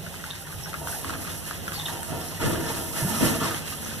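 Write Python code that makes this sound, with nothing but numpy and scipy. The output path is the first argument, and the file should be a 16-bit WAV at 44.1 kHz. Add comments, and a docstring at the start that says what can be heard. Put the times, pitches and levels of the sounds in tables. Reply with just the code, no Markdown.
"""Washing hands at a sink

Soapy hands are washed over a ceramic sink in a small tiled room, with a steady wash of water behind.
Wet skin and lather make dense trains of tiny impulses, heard as rubbing and fizz. Air pockets squelch
and bubbles ring as damped resonators, foam squirts through gaps, and firm strokes excite the basin.
A phone close by widens its two microphones by subtracting a delayed copy of each from the other."""
import sys
import numpy as np
from scipy import signal
from scipy.fft import rfft, irfft
from scipy.io import wavfile
from scipy.ndimage import uniform_filter1d

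SR = 44100
rng = np.random.default_rng(int(sys.argv[2]) if len(sys.argv) > 2 else 0)


def master(y):
    """Save y as 16-bit WAV."""
    cut = np.clip(np.atleast_2d(y).T, -1, 1)
    pcm = np.round(cut * 32767)  # scale
    wavfile.write(sys.argv[1], SR, pcm.astype(np.int16))


N = 176400

# Envelopes of the rubbing, the lather and the water. Each row: time in seconds, relative level in dB.
RUB_ENVELOPE = [(0, -49.5), (0.26, -45.5), (0.57, -50.5), (0.67, -42), (0.82, -53.5), (0.89, -41.5),
                (1.01, -47.5), (1.1, -42.5), (1.2, -46.5), (1.31, -40.5), (1.4, -50.5), (1.51, -41),
                (1.61, -47.5), (1.72, -44.5), (1.9, -40), (1.98, -46), (2.39, -44.5), (2.43, -36),
                (2.61, -43), (2.69, -37.5), (2.91, -47), (2.98, -36), (3.07, -41.5), (3.27, -32.5),
                (3.37, -38.5), (3.45, -34), (3.62, -42), (3.72, -39.5), (3.8, -44.5), (3.91, -42.5),
                (4, -43.5)]
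FIZZ_ENVELOPE = [(0, -49), (0.25, -47.5), (0.42, -48.5), (0.68, -44), (0.76, -46), (0.94, -36.5),
                 (1.06, -43), (1.2, -43), (1.33, -41.5), (1.6, -44.5), (1.74, -40.5), (1.82, -44),
                 (1.88, -38), (2.0, -43.5), (2.39, -44), (2.45, -34.8), (2.6, -40.5), (2.68, -38),
                 (2.92, -38.5), (2.98, -32.5), (3.07, -34.5), (3.29, -30.5), (3.38, -39.5), (3.44, -36.5),
                 (3.56, -40), (3.62, -46), (3.72, -38.7), (3.8, -43), (4, -44)]
WATER_ENVELOPE = [(0, -1), (.4, -4), (.6, 0.5), (1.3, 0), (1.9, -2), (2.3, 1), (3.6, 2), (4, 0.5)]
# Spectra of the noise sources. Each row: frequency in Hz, relative spectral density in dB.
WATER_SPECTRUM = [(25, -21), (38, -30), (55, -44), (68, 2), (88, 3), (105, 4.5), (120, -19), (150, 6.5),
                  (200, -3.5), (260, -7.5), (330, -8.5), (700, -11), (1400, -30), (3000, -17), (8000, -63),
                  (15000, -17)]
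RUMBLE_SPECTRUM = [(30, -14), (70, -9), (130, -3.5), (280, -10), (450, -8.5), (800, -23), (2000, -31),
                   (15000, -63)]
SLOSH_SPECTRUM = [(60, -13), (250, 12), (450, 5), (800, 8), (1300, -4.5), (2000, 0), (3000, 2), (6000, -33),
                  (15000, -36)]
SKIN_SPECTRUM = [(60, -30), (300, -4), (700, -0.5), (1400, 3.5), (2200, 4.5), (3300, 1.5), (4800, -0.5),
                 (6500, -1), (9000, -4), (15000, -13)]
LATHER_SPECTRUM = [(100, -13), (2500, -18), (5500, -1), (8000, -1.5), (9800, 1), (11000, 5.5), (11900, 3),
                   (13000, 0), (14500, -12)]
# Modes of the hollow of hands and basin. Each row: frequency in Hz, bandwidth in Hz, gain in dB.
BASIN_MODES = [(103, 21, 8.5), (157, 17, 9.5), (221, 9.2, 9), (270, 9, 10), (329, 14, 12),
               (462.5, 6.8, 11.5), (517, 20, 5.5), (652, 42, 11), (935, 34, 14), (1150, 7.6, 10),
               (1268, 53, 14.5), (1380, 29, 17.5), (1752, 21, 18)]
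# Soft impacts of the palms. Each row: start in seconds, frequency in Hz, level in dB.
PALM_BUMPS = [(0.549, 100, -29.5), (0.598, 128, -33), (2.432, 110, -25), (2.456, 141, -26),
              (3.024, 140, -19.5), (3.048, 185, -19), (3.221, 254, -19), (3.248, 142, -20)]
# Single foam bubbles bursting. Each row: start in seconds, frequency in Hz, level in dB.
FOAM_SNAPS = [(.241, 3600, -34), (.305, 3600, -24), (.31, 3830, -23), (1.798, 3550, -23), (1.86, 3700, -21),
              (1.864, 3000, -23), (2.031, 8400, -21), (2.214, 5440, -28), (2.285, 5670, -28),
              (3.546, 3200, -24), (3.848, 6120, -25), (3.907, 3300, -32)]
# Lather forced between fingers. Each row: start and length in seconds, first and last pitch in Hz,
# level in dB.
FOAM_SQUIRTS = [(0.298, 0.02, 3570, 3740, -49), (0.617, .05, 5700, 5510, -39.5),
                (1.73, 0.058, 4900, 4200, -38), (1.783, 0.046, 3800, 3430, -36),
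                (1.853, 0.012, 3520, 3630, -30.5), (3.165, .065, 5900, 5500, -37)]
# Air pockets bursting. Each row: burst time in seconds, level in dB, pitch in Hz, decay in seconds.
AIR_POCKETS = [(.064, -32, 1530, 0.0038), (.141, -34.5, 1400, 0.0022), (.2395, -27, 1440, .002),
               (.333, -33, 1700, .001), (.468, -40, 1490, 0.018), (.526, -39.5, 1410, .007),
               (.658, -38, 1400, 0.01), (.731, -29, 1400, .002), (.7405, -25, 1370, .003),
               (.747, -33, 1600, 0.004), (.8725, -24, 1280, .002), (.883, -32, 1410, 0.0055),
               (.923, -33, 1550, 0.0091), (1.046, -21, 1100, 0.00072), (1.0953, -27, 1360, .004),
               (1.104, -26, 1300, 0.0023), (1.136, -27, 1380, 0.0041), (1.154, -35, 1340, 0.0034),
               (1.249, -35, 1370, 0.0034), (1.272, -32.5, 1440, 0.01), (1.51, -25.5, 1350, 0.0021),
               (1.668, -32, 1450, 0.0022), (1.6795, -19.5, 1400, .002), (1.72, -23, 1360, .001),
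               (1.7976, -30, 1080, 0.0011), (1.884, -28.5, 1690, 0.0032), (2.029, -32, 1450, 0.0038),
               (2.421, -32, 2000, 0.014), (2.9625, -33.5, 1480, 0.005), (3.484, -30, 1220, .008),
               (3.511, -28, 1190, .01), (3.543, -30, 1740, .006)]
# Firm strokes of cupped palms. Each row: peak time, rise and fade in seconds, rumble and slosh levels
# in dB, pitch of the hollow between the palms in Hz, its relative level in dB.
PALM_STROKES = [(.82, 0.049, 0.25, -42, -48, 776, -44.5), (1.11, 0.18, 0.39, -39, -44.5, 290, -49),
                (1.93, 0.12, 0.16, -43, -39.5, 790, -41.5), (2.134, 0.065, 0.11, -32, -40, 710, -39.5),
                (2.412, 0.02, 0.075, -35, -32.5, 1420, -38), (2.445, 0.034, 0.23, -23.5, -31.5, 320, -33.5),
                (2.68, 0.066, 0.17, -40.5, -38, 890, -47), (3.0, 0.079, 0.31, -42, -35.5, 1280, -49),
                (3.12, 0.067, 0.25, -35.5, -37, 211, -34.5), (3.232, 0.036, 0.12, -23, -26.5, 240, -24.5),
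                (3.426, 0.03, 0.083, -30, -31.5, 1120, -33), (3.78, 0.13, 0.56, -42.5, -55, 224, -47.5)]
# Strength of the subtraction between the microphones. Each row: frequency in Hz, gain in dB.
CROSS_GAIN = [(100, -24), (500, -17), (800, -7), (1100, -.8), (2300, -.3), (3500, -.6), (4700, -1.8),
              (5900, -3.5), (7200, -7), (9500, -12), (11000, -9), (14000, -18)]
# Balance of the microphones. Each row: frequency in Hz, level of left relative to right in dB.
LEFT_OVER_RIGHT = [(100, -1.5), (1000, 1), (2500, -3), (5500, -0.5), (9000, -4.5), (11500, -6),
                   (14000, -5.5)]

# Fraction of each sound's power that is common to both microphones.
SKIN_SHARE, FOAM_SHARE, STROKE_SHARE, SQUELCH_SHARE, WATER_SHARE = 0.048, 0.077, 0.51, 0.21, 0.41


def undb(db):
    """Amplitude ratio of a level in decibels."""
    return 10 ** (np.asarray(db) / 20)


def unit(x):
    """The signal scaled to an rms of one."""
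    return x / np.sqrt(np.mean(x ** 2))


def envelope(rows):
    """Gain over time, interpolated between (seconds, dB) points."""
    return undb(np.interp(np.arange(N) / SR, *np.array(rows).T))


def bins():
    """Frequency of each spectral line in Hz, at least 1."""
    return np.maximum(np.arange(N // 2 + 1) * SR / N, 1)


def response(points):
    """Gain over log frequency, interpolated between (Hz, dB) points."""
    hz, db = np.array(points).T
    return undb(np.interp(np.log(bins()), np.log(hz), db))


def colour(x, points):
    """Zero-phase filtering imposes a spectrum; the result has unit rms."""
    return unit(irfft(rfft(x) * response(points), N))


def flutter(per_s):
    """Random modulation of unit rms, gliding to a new value per_s times a second."""
    step = int(SR / per_s)
    held = np.repeat(rng.standard_normal(400), step)[:N]
    return unit(uniform_filter1d(held, step))


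def direct(x, lag_ms=0.053):
    """Path difference: a near sound reaches the left microphone slightly after the right."""
    delay = np.exp(-2j * np.pi * bins() * lag_ms / 1000)
    return np.array([irfft(rfft(x) * delay, N), x])


def microphones(three, share):
    """Partial coherence: each microphone hears one common signal and one of its own."""
    return np.sqrt(share) * direct(three[0]) + np.sqrt(1 - share) * three[1:]


def grains(per_s, spread_db, share):
    """Shot noise: tiny bursts of soap film occur at random moments, with unequal sizes."""
    occurs = rng.random(N) < per_s / SR
    size = undb(spread_db * np.minimum(rng.exponential(size=N), 5.5))
    return microphones(occurs * size * rng.standard_normal((3, N)), share)


def ping(at, hz, db, decay_s):
    """Free vibration of a damped oscillator: an exponentially decaying sine."""
    age = np.maximum(np.arange(N) / SR - at, 0)
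    return undb(db) * np.sin(2 * np.pi * hz * age) * np.exp(-np.minimum(age / decay_s, 20))


def room(x, t60_s=.2, tail_db=-6):
    """Reverberation: hard tiles add a short, bright tail that decays exponentially."""
    t = np.arange(SR // 2) / SR
    tail = rng.standard_normal((2, len(t))) * undb(-60 * t / t60_s) * (t > .003)
    tail /= np.sqrt(np.sum(tail ** 2, axis=1, keepdims=True))
    return x + undb(tail_db) * signal.fftconvolve(x, tail, axes=1)[:, :N]


def basin(x):
    """Cavity resonance: the hollow of hands and sink lifts a band at each mode; unit rms results."""
    f = bins()
    modes = sum((undb(db) - 1) / (1 + 1j * (f * f - hz * hz) / (f * width))
                for hz, width, db in BASIN_MODES)
    return unit(irfft(rfft(x) * (1 + modes), N))


def water(waver_db=1.3, hum_hz=47.3, hum_db=-57.5):
    """Running water gives broadband noise, a low rumble and soft wash, over a faint mains hum."""
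    wash = colour(microphones(rng.standard_normal((3, N)), WATER_SHARE), WATER_SPECTRUM)
    wash *= envelope(WATER_ENVELOPE) * undb(-37.5 + waver_db * flutter(per_s=8.8))
    hum = undb(hum_db) * np.sqrt(2) * np.sin(2 * np.pi * hum_hz * np.arange(N) / SR)
    return wash + hum


def bumps():
    """Soft impact: cupped palms meet in a low, quickly damped vibration."""
    return direct(sum(ping(at, hz, db, decay_s=0.022) for at, hz, db in PALM_BUMPS))


def snaps():
    """Impulse excitation: a bursting foam bubble leaves a very brief, high ring."""
    return direct(sum(ping(at, hz, db, decay_s=0.0018) for at, hz, db in FOAM_SNAPS))


def bubbles(count=420, low_hz=638.8, high_hz=6020, decay_cycles=29.7, rise=0.059):
    """Bubbles in the wet film ring as damped oscillators of rising pitch, louder with harder rubbing."""
    size = 2048
    age, out = np.arange(size) / SR, np.zeros(N + size)
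    taper = 1 - age / age[-1]
    for when, pitch, chance in rng.random((count, 3)):
        start = int(when * N)
        hz = low_hz * (high_hz / low_hz) ** pitch
        life = age * hz / decay_cycles  # age in decay times
        glide_hz = hz * (1 + rise * np.minimum(life, 2))
        ring = np.sin(2 * np.pi * np.cumsum(glide_hz) / SR) * np.exp(-life)
        gain = undb(-3 - 3 * np.log(chance + 0.054))  # many faint, a few loud
        out[start:start + size] += ring * taper * gain
    return direct(out[:N] * envelope(RUB_ENVELOPE))


def squirts(bandwidth_hz=300):
    """Flow through a narrow gap: foam hisses in a band of noise whose centre frequency slides."""
    t, out = np.arange(N) / SR, 0
    low_pass = signal.butter(2, bandwidth_hz / 2, fs=SR, output="sos")
    slow_noise = unit(signal.sosfilt(low_pass, rng.standard_normal((2, N))))
    for at, length, start_hz, end_hz, db in FOAM_SQUIRTS:
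        along = np.clip((t - at) / length, 0, 1)
        phase = 2 * np.pi * np.cumsum(start_hz + (end_hz - start_hz) * along) / SR
        hiss = slow_noise[0] * np.cos(phase) + slow_noise[1] * np.sin(phase)
        out = out + undb(db) * np.sin(np.pi * along) * hiss
    return direct(out)


def squelches(q=5.6, crackle_db=-23, crackle_s=.008, spit_db=-20):
    """An air pocket is a noise-driven resonator: it crackles, bursts and rings, spitting foam."""
    t, out = np.arange(N) / SR, np.zeros((3, N))
    size = 8192
    for at, db, hz, decay in AIR_POCKETS:
        start = max(int(at * SR) - size // 4, 0)
        age = t[start:start + size] - at
        crackle = undb(crackle_db) * np.exp(-np.abs(age) / crackle_s)  # on both sides of the burst
        push = (age > 0) * np.exp(-np.abs(age) / decay) + crackle
        burst = push * rng.standard_normal((3, size))[:, :len(age)]
        ring = signal.lfilter(*signal.iirpeak(hz, q, SR), burst)
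        ring *= np.sqrt(np.sum(push ** 2) / np.sum(ring ** 2, axis=1, keepdims=True))  # push's energy
        spit = signal.lfilter(*signal.butter(1, 5000, fs=SR), burst)
        out[:, start:start + size] += undb(db) * (ring + undb(spit_db) * spit)
    return microphones(out, SQUELCH_SHARE)


def strokes(hollow_q=3.8, hollow_lift_db=1.5):
    """Forced resonance: each stroke drives the basin with rumble, slosh and the note of the palms."""
    t = np.arange(N) / SR
    rumble_power, slosh_power, hollow = 0, 0, 0
    air = basin(microphones(rng.standard_normal((3, N)), STROKE_SHARE))
    for at, rise, fade, rumble_db, slosh_db, hz, hollow_db in PALM_STROKES:
        swell = np.clip(1 + (t - at) / rise, 0, 1) * np.exp(-np.maximum(t - at, 0) / fade)
        rumble_power += (swell * undb(rumble_db)) ** 2  # incoherent sounds add in power
        slosh_power += (swell * undb(slosh_db)) ** 2
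        cavity = signal.iirpeak(hz, hollow_q, SR)
        note = unit(signal.lfilter(*cavity, signal.lfilter(*cavity, air)))
        hollow += swell * undb(hollow_db + hollow_lift_db) * note
    rumble = basin(colour(grains(per_s=6000, spread_db=2.2, share=STROKE_SHARE), RUMBLE_SPECTRUM))
    slosh = basin(colour(grains(per_s=4000, spread_db=2.5, share=STROKE_SHARE), SLOSH_SPECTRUM))
    return np.sqrt(rumble_power) * rumble + np.sqrt(slosh_power) * slosh + hollow


def rubbing(skin_flutter_db=1.8, foam_flutter_db=1.5):
    """Friction noise: wet skin crackles unevenly as it slides, and the lather fizzes."""
    skin = colour(grains(per_s=8000, spread_db=0.5, share=SKIN_SHARE), SKIN_SPECTRUM)
    skin *= envelope(RUB_ENVELOPE) * undb(2 + skin_flutter_db * flutter(per_s=55))
    foam = colour(grains(per_s=18000, spread_db=0.5, share=FOAM_SHARE), LATHER_SPECTRUM)
    foam *= envelope(FIZZ_ENVELOPE) * undb(0.5 + foam_flutter_db * flutter(per_s=37))
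    return skin + foam


def scene():
    """Superposition: the bright hand sounds reverberate; bumps, strokes and water add directly."""
    bright = rubbing() + bubbles() + squelches() + squirts() + snaps()
    return room(bright) + bumps() + strokes() + water()


def record(dry):
    """Comb filtering: each microphone has a delayed copy of the other subtracted; the top is cut."""
    lag_ms, lag_rad, feedback, top_hz = .419, .2, .3, 14270
    tilt = np.sqrt(response(LEFT_OVER_RIGHT))  # the left microphone is duller
    left, right = rfft(dry) * np.array([tilt, 1 / tilt])
    cross = response(CROSS_GAIN)
    late = cross * np.exp(-1j * (lag_rad + 2 * np.pi * bins() * lag_ms / 1000))
    mid = (left + right) / 2 * (1 - late) / (1 - feedback * late)  # feedback narrows the notches
    side = (left - right) / 2 * (1 + late) / (1 + feedback * late)
    wide = np.array([mid + side, mid - side]) / np.sqrt(1 + (cross * (1 - feedback)) ** 2)
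    low_pass = 1 / np.sqrt(1 + (bins() / top_hz) ** 800)
    return irfft(wide * low_pass, N)


dry = scene()
out = record(dry)
master(out)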